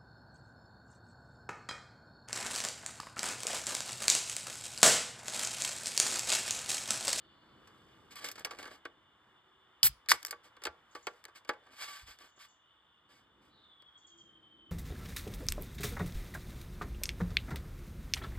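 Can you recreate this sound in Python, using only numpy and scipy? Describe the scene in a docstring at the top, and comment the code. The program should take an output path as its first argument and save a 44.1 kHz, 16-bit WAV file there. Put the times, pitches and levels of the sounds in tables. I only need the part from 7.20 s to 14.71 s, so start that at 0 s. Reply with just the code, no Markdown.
"""Opening a drink can outdoors

Skin and nails rub and tap a can on a metal table: noise and short blows ring the can's resonances.
The seal cracks with a hiss of coloured noise, the lid tears in quick jerks, and the tab is bent back.
Behind are far air, rumble, hum and a cicada chorus of noise, whistled cicada calls and swept bird chirps.
A small stereo microphone close by hears it all, with echoes."""
import sys
import numpy as np
from scipy import signal
from scipy.fft import rfft, irfft, next_fast_len
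from scipy.io import wavfile

SR = 44100
rng = np.random.default_rng(int(sys.argv[2]) if len(sys.argv) > 2 else 0)


def master(y):
    """Save y as 16-bit WAV."""
    cut = np.clip(np.atleast_2d(y).T, -1, 1)
    pcm = np.round(cut * 32767)  # scale
    wavfile.write(sys.argv[1], SR, pcm.astype(np.int16))


N = 331191
T = np.arange(N) / SR  # time in seconds
SHORT = T[:SR // 3]  # time within one short sound or echo


def amp(db):
    """Turns decibels into gain."""
    return 10 ** (np.asarray(db) / 20)


def unit(x):
    """Scales a signal to rms 1."""
    return x / np.sqrt(np.mean(abs(x) ** 2) + 1e-30)


def decay(age, t60):
    """Dies away by 60 dB every t60 seconds."""
    return np.exp(-np.log(1000) * age / t60)


def curves(rows):
    """Joins the points of each column of a timed table by straight lines."""
    s, *columns = np.transpose(rows)
    return [np.interp(T, s, column) for column in columns]


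def add(mix, s, sound):
    """Lays a sound into the mix at time s."""
    part = mix[round(s * SR):][:len(sound)]
    part += sound[:len(part)]


def through(x, response):
    """Passes a sound through a response, keeping its length."""
    return signal.oaconvolve(x, response)[:len(x)]


def colour(points, size=4096):
    """Makes a filter with the given spectrum that responds as early as it can (minimum phase)."""
    hz, db = np.transpose(points)
    bin_hz = abs(np.fft.fftfreq(size, 1 / SR))
    log_gain = np.log(amp(np.interp(np.log(bin_hz + 1), np.log(hz), db)))
    spectrum = np.exp(np.conj(signal.hilbert(log_gain)))
    return np.fft.ifft(spectrum).real[:size // 2]


def noise(points):
    """Steady coloured noise of rms 1."""
    return unit(through(rng.standard_normal(N), colour(points)))


def drift(width_hz):
    """Random complex wander of rms 1, slower for a smaller width."""
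    z = rng.standard_normal((N, 2)) @ [1, 1j]
    return unit(signal.sosfilt(signal.butter(2, width_hz, fs=SR, output="sos"), z))


def grit(per_s, spread):
    """Sparse tiny catches of very uneven size."""
    size = amp(spread * np.minimum(rng.exponential(1, N), 4))
    sign = rng.choice([-1, 1], N)
    happens = rng.random(N) < per_s / SR
    return unit(size * sign * happens)


def envelope(start, length, rise, slope_db, t60):
    """Rises smoothly, changes by slope_db over its length, then dies away."""
    age = np.maximum(T - start, 0)
    attack = np.sin(np.pi / 2 * np.minimum(age / rise, 1)) ** 2
    slope = amp(slope_db * np.minimum(age / length, 1))
    return attack * slope * decay(np.clip((age - length) / t60, 0, 2), 1)


def whistle(hz, smear):
    """A wavering tone of rms 1, partly smeared into a narrow band of noise."""
    direct = unit(1.6 + drift(55))
    scatter = ((1 - smear) * direct + smear * drift(300)) / np.hypot(1 - smear, smear)
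    return unit((scatter * np.exp(2j * np.pi * np.cumsum(hz * np.ones(N)) / SR)).real)


# What the can rings with. Each row: frequency in Hz, time to fall 60 dB in seconds,
# strength in dB over the direct sound (before the push's own ring_db).
CAN_MODES = [(289, .13, 8), (343, 0.2, 3), (481.5, 0.16, 3), (625, 0.1015, 5), (734.5, 0.051, 6),
             (840, 0.17, 4.5), (1153.7, .115, 15.5), (1392, 0.25, 1), (1545, 0.092, 11), (1691, 0.12, 5.5),
             (1966, 0.27, -2), (2194, 0.033, 5.5), (3180, 0.065, -0.5), (3426, 0.077, 3.5),
             (4740, 0.094, 4.5), (4710, .05, 5.5), (4922, 0.027, 5), (4980, .06, 6), (6817, 0.12, 3),
             (8000, 0.013, 6.5), (11600, 0.11, 1)]
GRIP_DB, GRIP_DETUNE = 1.5, 0.005  # random spread of each mode's strength, and of its pitch as a share


def can(points, ring_db, grip=0):
    """A push of the given colour is heard directly and rings shell and cavity, altered by a shifting grip."""
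    body = np.zeros(len(SHORT))
    grips = grip * rng.standard_normal((len(CAN_MODES), 2))
    for (hz, t60, db), (weight, detune) in zip(CAN_MODES, grips):
        damping = np.log(1000) / t60
        pitch = hz * (1 + GRIP_DETUNE * detune)
        ring = decay(SHORT, t60) * np.cos(2 * np.pi * pitch * SHORT)
        body += amp(db + ring_db + GRIP_DB * weight) * 2 * damping / SR * ring
    body[0] += 1  # the direct sound
    return through(body, colour(points))


def blow(response, db, t60, sharp, size):
    """One impact and its dying scrape; db is the level over the first size samples."""
    scrape = rng.standard_normal(len(SHORT)) * decay(SHORT, t60)
    force = scrape / np.linalg.norm(scrape)
    force[0] += sharp
    sound = through(force, response)
    return amp(db) * sound / np.sqrt(np.mean(sound[:size] ** 2))


# Levels of the far air, the low rumble and the far cicadas. Each row: time in seconds, level in dB.
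AIR_LEVELS = [(0, -70), (.4, -66.5), (1.8, -70), (3.6, -67.5), (5.4, -73.5), (6.3, -71.5), (7.5, -72.5)]
RUMBLE_LEVELS = [(0, -72.5), (.4, -65.5), (1.8, -75), (3.0, -88), (5.6, -86), (6.25, -69.5), (6.65, -83),
                 (7.1, -72)]
CHORUS_LEVELS = [(0, -71), (1.2, -74), (2.6, -74), (4.0, -75.5), (5.45, -72.5), (6.6, -76.5)]
# Their tone colours. Each row: frequency in Hz, relative strength in dB.
AIR_SPECTRUM = [(25, -16), (70, -1), (200, -8), (370, -6.5), (620, -6.5), (1150, 2), (1700, -3.5),
                (2500, -11.5), (4400, -21.5), (6000, -25), (9000, -30), (15000, -36)]
RUMBLE_SPECTRUM = [(20, -23.5), (60, -1), (150, -1), (230, -1), (335, 0), (480, -6), (1200, -23),
                   (4000, -53.5)]
CHORUS_SPECTRUM = [(1500, -58.5), (2700, -14), (2950, 2.5), (3250, -7.5), (3520, 2.5), (3850, -22),
                   (4600, -28.5), (7000, -63)]
# A faint far hum comes and goes. 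Each row: start in seconds, length in seconds, pitch in Hz, level in dB.
FAR_HUMS = [(0.0, 0.9, 391, -80.5), (2.0, 0.57, 375, -76), (6.709, 0.8, 332.7, -72.5)]


def outdoors():
    """Far air, rumble and distant cicadas are wavering coloured noise; a hum is a wavering tone."""
    (air_db,), (rumble_db,), (chorus_db,) = map(curves, (AIR_LEVELS, RUMBLE_LEVELS, CHORUS_LEVELS))
    air = amp(air_db + 0.92 * drift(5).real) * noise(AIR_SPECTRUM)
    rumble = amp(rumble_db + 1.8 * drift(9.6).real) * noise(RUMBLE_SPECTRUM)
    chorus = amp(chorus_db + 1.5 * drift(12).real) * noise(CHORUS_SPECTRUM)
    waver = drift(10)
    hum = np.zeros(N)
    for s, length, hz, db in FAR_HUMS:
        tone = unit((waver * np.exp(2j * np.pi * hz * T)).real)
        hum += amp(db) * envelope(s, length, rise=0.26, slope_db=-3.5, t60=.9) * tone
    return air + rumble + hum + chorus


# One cicada is just ending its call.
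ENDING_HZ, ENDING_DB, ENDING_LENGTH_S, ENDING_T60_S = 4350, -80, 0.35, 0.7
# A nearer one starts later: its smeared start clears to a whistle.
CALL_S, CALL_RISE_S, CALL_DB, CALL_FADE_DB_PER_S = 6.29, 0.043, -61, -2.5
CLEAR_S, CLEAR_SMEAR, SMEAR_LOSS_DB = 0.19, 0.14, -11  # clearing time, smear that stays, loss at full smear
SYLLABLES_PER_S, SYLLABLE_PEAK_S = 12.35, 6.52  # rate, and the time of one loudest point
SYLLABLE_DEPTH = 0.58  # for a tone without smear
SYLLABLE_SWING_HZ, CALL_WANDER_HZ = 22, 18  # each syllable slides down a little
# Its pitch swoops down and then sags. Each row: time in seconds, pitch in Hz before swing and wander.
CALL_PITCHES = [(6.35, 4020), (6.42, 3710), (6.51, 3507), (6.62, 3356), (6.87, 3306), (7.08, 3148),
                (7.51, 3077)]


def cicada():
    """One call fades out; later a falling whistle starts, pulsing in syllables and smeared by the trees."""
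    age = np.maximum(T - CALL_S, 0)
    hz, = curves(CALL_PITCHES)
    smear = np.clip(CLEAR_SMEAR + (1 - CLEAR_SMEAR) * np.exp(-(age / CLEAR_S) ** 2), 0, 1)
    beat = 2 * np.pi * SYLLABLES_PER_S * (T - SYLLABLE_PEAK_S)
    hz = hz - SYLLABLE_SWING_HZ * np.sin(beat) + CALL_WANDER_HZ * drift(4.96).real
    syllables = 1 + SYLLABLE_DEPTH * (1 - smear) * np.cos(beat)
    rise = np.minimum(age / CALL_RISE_S, 1)
    level = rise * amp(CALL_DB + CALL_FADE_DB_PER_S * age + SMEAR_LOSS_DB * smear)
    ending = amp(ENDING_DB) * envelope(0, ENDING_LENGTH_S, 1 / SR, 0, ENDING_T60_S)
    return level * syllables * whistle(hz, smear) + ending * whistle(ENDING_HZ, smear=0.82)


# A stroke presses in over part of its length, eases, and lifts off; long strokes lift off slowly.
PRESS_SHARE, EASE_DB, LIFT_T60_S, LIFT_PER_LENGTH = 0.42, -5.5, 0.057, 1
GRAIN_HZ, GRAIN_DB, UNEVEN_HZ, UNEVEN_DB = 506, 1, 40, 1.5  # skin ridges roughen it; the pressure wavers
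# Strokes of skin and nail over the can. Each row: start in seconds, length in seconds, level in dB,
# share of gritty catching from 0 to 1.
RUB_STROKES = [(0.2, 0.97, -69, 0.33), (0.903, 0.032, -49, 0.14), (0.95, 0.044, -45.5, 0),
               (0.991, 0.11, -44.5, 0.38), (1.171, 0.042, -45.5, 0.55), (1.258, 0.19, -52, 0.8),
               (1.378, 0.067, -45.5, 0.6), (1.454, 0.041, -47.5, 0.75), (1.494, 0.061, -47.5, 0.6),
               (3.228, 0.048, -53.5, 0.45), (3.654, 0.32, -64.5, 0.23), (4.146, 0.034, -51.5, 0.16),
               (4.272, 0.02, -54.5, 0.4), (4.349, 0.38, -62.5, 0.86), (4.501, 0.072, -58, 0.1),
               (4.536, 0.23, -45, 0), (4.601, 0.042, -39.5, 0.08), (4.784, 0.047, -53, 0),
               (4.849, 0.082, -49.5, 0.18), (4.978, 0.091, -52.5, 0.36), (5.183, 0.067, -52, 0),
               (5.875, 0.12, -59.5, 0.45), (6.196, 0.095, -68, 0.37)]
# Colours of sliding skin, of bright catches or ticks (touches use it too), and of the shaken body.
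# Each row: frequency in Hz, relative strength in dB.
RUB_SPECTRUM = [(80, -23), (300, -32.5), (700, -12), (1200, -3), (2300, -0.5), (3300, -1.5), (5200, -5.5),
                (7500, -10.5), (11000, -13.5), (15500, -18)]
TICK_SPECTRUM = [(200, -22.5), (900, -17), (2000, 9), (3000, 7), (4800, 4.5), (7500, -2.5), (11000, -7),
                 (15500, -17)]
JUDDER_SPECTRUM = [(60, -6.5), (160, -8.5), (240, -1), (450, -1.5), (750, -2), (1200, -4.5), (1700, -2),
                   (3000, -13.5), (6000, -23), (15000, -46.5)]


def rubbing():
    """Skin slides with a smooth hiss; a nail catches in grains that also shake the heavier body."""
    sliding, catching = np.zeros((2, N))  # power of each
    for s, length, db, share in RUB_STROKES:
        lift_t60 = LIFT_T60_S + LIFT_PER_LENGTH * length
        pressure = amp(db) * envelope(s, length, PRESS_SHARE * length, EASE_DB, lift_t60)
        share = np.clip(share, 0, 1)
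        sliding += ((1 - share) * pressure) ** 2
        catching += (share * pressure) ** 2
    ridges = rng.standard_normal(N) * amp(GRAIN_DB * drift(GRAIN_HZ).real)
    skin = unit(through(ridges, can(RUB_SPECTRUM, ring_db=-2.5)))
    catches = unit(through(grit(per_s=330, spread=2.25), can(TICK_SPECTRUM, ring_db=-6)))
    judder = unit(through(grit(per_s=300, spread=2.1), can(JUDDER_SPECTRUM, ring_db=0.5)))
    nail = 0.3 * catches + 1.09 * judder
    uneven = amp(UNEVEN_DB * drift(UNEVEN_HZ).real)
    return uneven * (np.sqrt(sliding) * skin + np.sqrt(catching) * nail)


KNOCK_DELAY_S, KNOCK_T60_S, KNOCK_PER_SCRAPE = 0.002, 0.048, 0.4  # body answers just after the tick
TABLE_RING_DB, TABLE_RING_T60_S = -19.5, 0.33  # a knock also sets the table ringing faintly
# Nail, tab and can touching. Each row: time in seconds, bright tick level in dB, dull knock level in dB,
# time for the tick's scrape to fall 60 dB in seconds.
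TOUCH_TIMES = [(0.473, -60.5, -65, 0.072), (0.9568, -50, -66, 0.03), (1.044, -37.5, -47, 0.18),
               (1.087, -41, -52, 0.021), (1.115, -43, -70, 0.033), (1.156, -51.5, -57.5, 0.067),
               (1.18, -55, -52.5, 0.049), (1.195, -50.5, -75, 0.02), (1.2479, -33.5, -43.5, 0.038),
               (1.269, -56.5, -50, 0.047), (1.309, -45.5, -45, 0.07), (1.387, -48, -53, 0.09),
               (1.428, -49.5, -55.5, 0.036), (1.4548, -52.5, -50.5, 0.04), (1.478, -58, -54, 0.026),
               (1.653, -52.5, -43, 0.014), (2.8612, -63, -65, 0.008), (3.029, -46.5, -64, 0.013),
               (3.05, -34.5, -65, 0.0061), (3.0618, -45.5, -67, 0.018), (3.068, -41.5, -75, 0.02),
               (3.081, -51, -61, 0.08), (3.109, -36.5, -57, 0.038), (3.126, -58, -44, 0.016),
               (3.3672, -63.5, -59.5, 0.017), (3.419, -57.5, -56.5, 0.046), (3.437, -42.5, -54.5, 0.032),
               (3.453, -36, -41.5, 0.033), (3.468, -43.5, -38, 0.023), (3.7507, -50, -45, 0.083),
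               (3.8694, -40, -37.5, 0.016), (4.041, -54.5, -64, 0.0062), (4.0529, -47.5, -58.5, 0.0073),
               (4.082, -64.5, -58, 0.071), (4.2485, -63, -62.5, 0.022), (4.2914, -38.5, -32, 0.025),
               (4.334, -67, -55.5, 0.04), (4.468, -71, -64.5, 0.02), (4.9881, -58.5, -68, 0.015),
               (5.174, -73, -65.5, 0.026), (6.622, -67, -70, 0.015)]
# Colours of the tab, the knocked body and the table. Each row: frequency in Hz, relative strength in dB.
TAB_SPECTRUM = [(200, -27.5), (900, -15.5), (2000, -3), (3200, -9.5), (5200, -1.5), (8000, -5),
                (11000, -5.5), (15500, -7.5)]
KNOCK_SPECTRUM = [(40, -19), (190, -22), (310, -7), (480, -1.5), (750, -6.5), (1300, -1), (2000, -6.5),
                  (3000, -12), (6000, -30), (15000, -46.5)]
TABLE_SPECTRUM = [(100, -34), (300, -13.5), (480, -1), (700, -4), (1000, -12.5), (1600, -11.5), (3000, -28),
                  (15000, -59.5)]


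def touches():
    """Each touch is a bright tick, then a duller knock that rings the full can and the table under it."""
    out = np.zeros(N)
    rim, tab = can(TICK_SPECTRUM, ring_db=-6.5), can(TAB_SPECTRUM, ring_db=-7.0)
    table = colour(TABLE_SPECTRUM)
    for s, tick_db, knock_db, t60 in TOUCH_TIMES:
        # a touch that hardly moves the body has caught the thin tab, and is brighter
        on_tab = np.clip((tick_db - knock_db) / 18, 0, 1)
        struck = (1 - on_tab) * rim + on_tab * tab
        add(out, s, blow(struck, tick_db, t60, sharp=.25, size=353))
        body = can(KNOCK_SPECTRUM, ring_db=-4, grip=1)
        knock_t60 = KNOCK_T60_S + KNOCK_PER_SCRAPE * t60
        knock = blow(body, knock_db, knock_t60, sharp=0.3, size=882)
        table_ring = blow(table, knock_db + TABLE_RING_DB, TABLE_RING_T60_S, sharp=0, size=882)
        add(out, s + KNOCK_DELAY_S, knock + table_ring)
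    return out


# The jet grows as the crack widens, then the pressure is spent.
CRACK_S, JET_LENGTH_S, JET_RISE_S = 2.631, 0.04, 0.005
JET_DB, JET_GROWTH_DB, JET_T60_S = -17, 2, 0.04
SEEP_DB, SEEP_T60_S = -36.5, 0.088  # the last gas seeps out more slowly
# Colours of the crack and the gas. Each row: frequency in Hz, relative strength in dB.
CRACK_SPECTRUM = [(100, -36), (300, -38), (600, -35.5), (1000, -29), (1500, -27), (2200, -8.5),
                  (3000, -0.5), (4000, -3.5), (4900, 3.5), (6500, -4), (8500, -5), (10200, -8.5),
                  (12500, -9), (15300, -19.5)]
GAS_SPECTRUM = [(100, -15), (300, -22), (1000, -16), (2500, -9), (3600, -9.5), (5200, -6), (6600, -12),
                (7600, -5.5), (9000, -10), (10000, 1.5), (11500, -4), (13000, -5), (14000, -13.5),
                (15400, 6.5)]


def venting():
    """The seal cracks with a blow, and a turbulent jet of gas makes fluttering noise."""
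    jet = amp(JET_DB) * envelope(CRACK_S, JET_LENGTH_S, JET_RISE_S, JET_GROWTH_DB, JET_T60_S)
    seep = amp(SEEP_DB) * envelope(CRACK_S, JET_LENGTH_S, JET_RISE_S, 0, SEEP_T60_S)
    turbulence = amp(1.9 * drift(250).real) * noise(GAS_SPECTRUM)
    out = (jet + seep) * turbulence
    crack = can(CRACK_SPECTRUM, ring_db=-4.5)
    add(out, CRACK_S, blow(crack, db=-17.5, t60=.016, sharp=0.97, size=310))
    return out


# Gusts of gas and bumps of the hand shake the microphone. Each row: start in seconds, level in dB,
# time to swell in seconds, pitch in Hz.
MICROPHONE_BUMPS = [(2.632, -50.5, 0.019, 132), (2.675, -52, 0.019, 54.6), (2.923, -58, 0.014, 78),
                    (3.462, -62, 0.016, 72), (4.81, -60, 0.031, 62)]


def bumps():
    """Gusts and bumps shake the microphone: soft, low, wavering tones that swell and fade."""
    out, wobble = np.zeros(N), unit(1 + drift(33))
    for s, db, rise, hz in MICROPHONE_BUMPS:
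        age = np.maximum(T - s, 0) / rise
        thump = unit((wobble * np.exp(2j * np.pi * hz * T)).real)
        out += amp(db) * age * np.exp(1 - age) * thump
    return out


# The score line gives way in evenly spaced jerks that gain force; the lid snaps just before the last one.
TEAR_S, JERK_GAP_S, SNAP_S = 2.8877, 0.0064, 2.9177
JERK_DB, FIRST_JERK_DB, JERK_T60_S = -21, -7, 0.032  # the first jerk is this much weaker
# The flap then scrapes down into the can and creaks as it settles.
FOLD_LENGTH_S, FOLD_RISE_S, FOLD_DB, FOLD_EASE_DB, FOLD_T60_S = 0.031, 0.016, -36, -2.5, 0.06
SETTLE_LENGTH_S, SETTLE_DB = 0.105, -62.5
# Colours of the tear, the snap and the folding flap. Each row: frequency in Hz, relative strength in dB.
TEAR_SPECTRUM = [(100, -34), (300, -39), (600, -24.5), (1000, -26), (1500, -11.5), (2200, -9.5),
                 (3000, -16), (4000, -8.5), (4900, -0.5), (6500, -12), (8500, -16.5), (10200, -8.5),
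                 (12500, -19), (15300, -16.5)]
SNAP_SPECTRUM = [(100, -38.5), (300, -37.5), (600, -15.5), (1000, -1.5), (1500, 0.5), (2200, 1.5),
                 (3000, -9.5), (4000, -6.5), (4900, -21), (6500, -11.5), (8500, -18.5), (10200, -11),
                 (12500, -23.5), (15300, -23.5)]
FOLD_SPECTRUM = [(80, -18.5), (400, -6.5), (1400, 1), (2300, -2), (4000, -7.5), (9000, -10.5), (15500, -18)]


def tearing(count=6):
    """The lid rips in a row of blows, with a snap just before the last; the flap scrapes in dense grit."""
    fold = amp(FOLD_DB) * envelope(SNAP_S, FOLD_LENGTH_S, FOLD_RISE_S, FOLD_EASE_DB, FOLD_T60_S)
    settle = amp(SETTLE_DB) * envelope(SNAP_S, SETTLE_LENGTH_S, FOLD_RISE_S, 0, FOLD_T60_S)
    scrape = unit(through(grit(per_s=1200, spread=2.8), can(FOLD_SPECTRUM, ring_db=-5.0)))
    out = (fold + settle) * scrape
    lid = can(TEAR_SPECTRUM, ring_db=-15.5)
    for k in range(count):
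        jerk_db = JERK_DB + FIRST_JERK_DB / (1 + k)
        add(out, TEAR_S + k * JERK_GAP_S, blow(lid, jerk_db, JERK_T60_S, sharp=.6, size=176))
    snap = can(SNAP_SPECTRUM, ring_db=-24.5)
    add(out, SNAP_S, blow(snap, db=-15.5, t60=0.019, sharp=1.6, size=330))
    return out


# Bird chirps. Each row: time in seconds, level in dB.
BIRD_CHIRPS = [(3.709, -76), (3.825, -69.5), (5.08, -78), (5.16, -74.5), (5.283, -73.5), (6.775, -74),
               (6.866, -68.5), (6.975, -71)]


def bird(top_hz=8200, end_hz=4100, length=0.012):
    """Thin falling chirps swell, then fade as they drop, arriving mostly as echoes from the trees."""
    out, t = np.zeros(N), T[:round(length * SR)]
    sweep = np.sin(2 * np.pi * np.cumsum(np.linspace(top_hz, end_hz, len(t))) / SR)
    loudness = np.interp(t / length, [0, .3, .45, .65, 1], [0.056, 0.96, 1.0, .3, 0.3])
    chirp = loudness * sweep
    for s, db in BIRD_CHIRPS:
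        echoes = rng.standard_normal(len(SHORT)) * decay(SHORT, 0.35)
        echoes[0] += 12  # the direct sound
        call = through(echoes, chirp)
        add(out, s, amp(db) * call / np.std(call[:SR // 15]))
    return out


def reflections(x, t60, delay, top_hz, low_hz=140):
    """Scattered echoes, different in each channel, duller and thinner than the source."""
    taps = rng.standard_normal((2, len(SHORT))) * decay(SHORT, t60) * (SHORT > delay)
    taps /= np.linalg.norm(taps, axis=1, keepdims=True)
    taps = signal.lfilter(*signal.butter(2, [low_hz, top_hz], "band", fs=SR), taps)
    return np.array([through(x, tap) for tap in taps])


TABLE_DB, HAND_DB, AROUND_DB, DIFFUSE_DB = -21.5, -13.5, -24, -7  # gains of the echoes
TABLE_DELAY_S = 0.0007  # the table top mirrors the can


def scene():
    """The can is heard directly, off the hand and table, and faintly off the surroundings."""
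    near = touches() + rubbing() + venting() + tearing()
    far = outdoors() + cicada() + bird()
    table = np.interp(T - TABLE_DELAY_S, T, near, left=0)
    hand = reflections(near, t60=0.025, delay=0.0004, top_hz=14000)
    around = reflections(near, t60=0.27, delay=0.012, top_hz=5930)
    diffuse = reflections(far, t60=0.25, delay=0.0049, top_hz=7963)
    near_echoes = amp(TABLE_DB) * table + amp(HAND_DB) * hand + amp(AROUND_DB) * around
    return near + far + bumps() + near_echoes + amp(DIFFUSE_DB) * diffuse


LOW_CUT_HZ, EDGE_HZ = 34, 15900  # bottom and top of the band
# Phase lead of the left channel over the right, a fixed stereo widening in the recorder.
# Each row: frequency in Hz, phase lead in radians.
STEREO_LEADS = [(0, 0), (400, -.6), (900, -.5), (1700, 0), (2650, 2.2), (3600, .9), (5000, 1.5),
                (5900, 3.1), (7600, 6.2), (8400, 6.4), (10000, 9.3), (10700, 9.6), (11900, 12.5),
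                (13100, 12.7), (14200, 15.6), (16000, 16)]


def record(dry):
    """A phase lead widens the stereo; deepest bass is cut, sharp peaks are rounded, then the top is cut."""
    size = next_fast_len(N + SR // 10)
    lead = np.interp(np.fft.rfftfreq(size, 1 / SR), *np.transpose(STEREO_LEADS))
    turn = np.exp(.5j * np.array([lead, -lead]))  # half the lead to each side
    pair = irfft(rfft(dry, size) * turn, size)[:, :N]
    pair = signal.sosfilt(signal.butter(3, LOW_CUT_HZ, "high", fs=SR, output="sos"), pair)
    pair = pair / (1 + (pair / .78) ** 4) ** .25  # peaks level off below .78
    top_cut = signal.firwin(511, EDGE_HZ, window=("kaiser", 10), fs=SR)
    return signal.oaconvolve(pair, top_cut[None], "same")


dry = scene()
out = record(dry)
master(out)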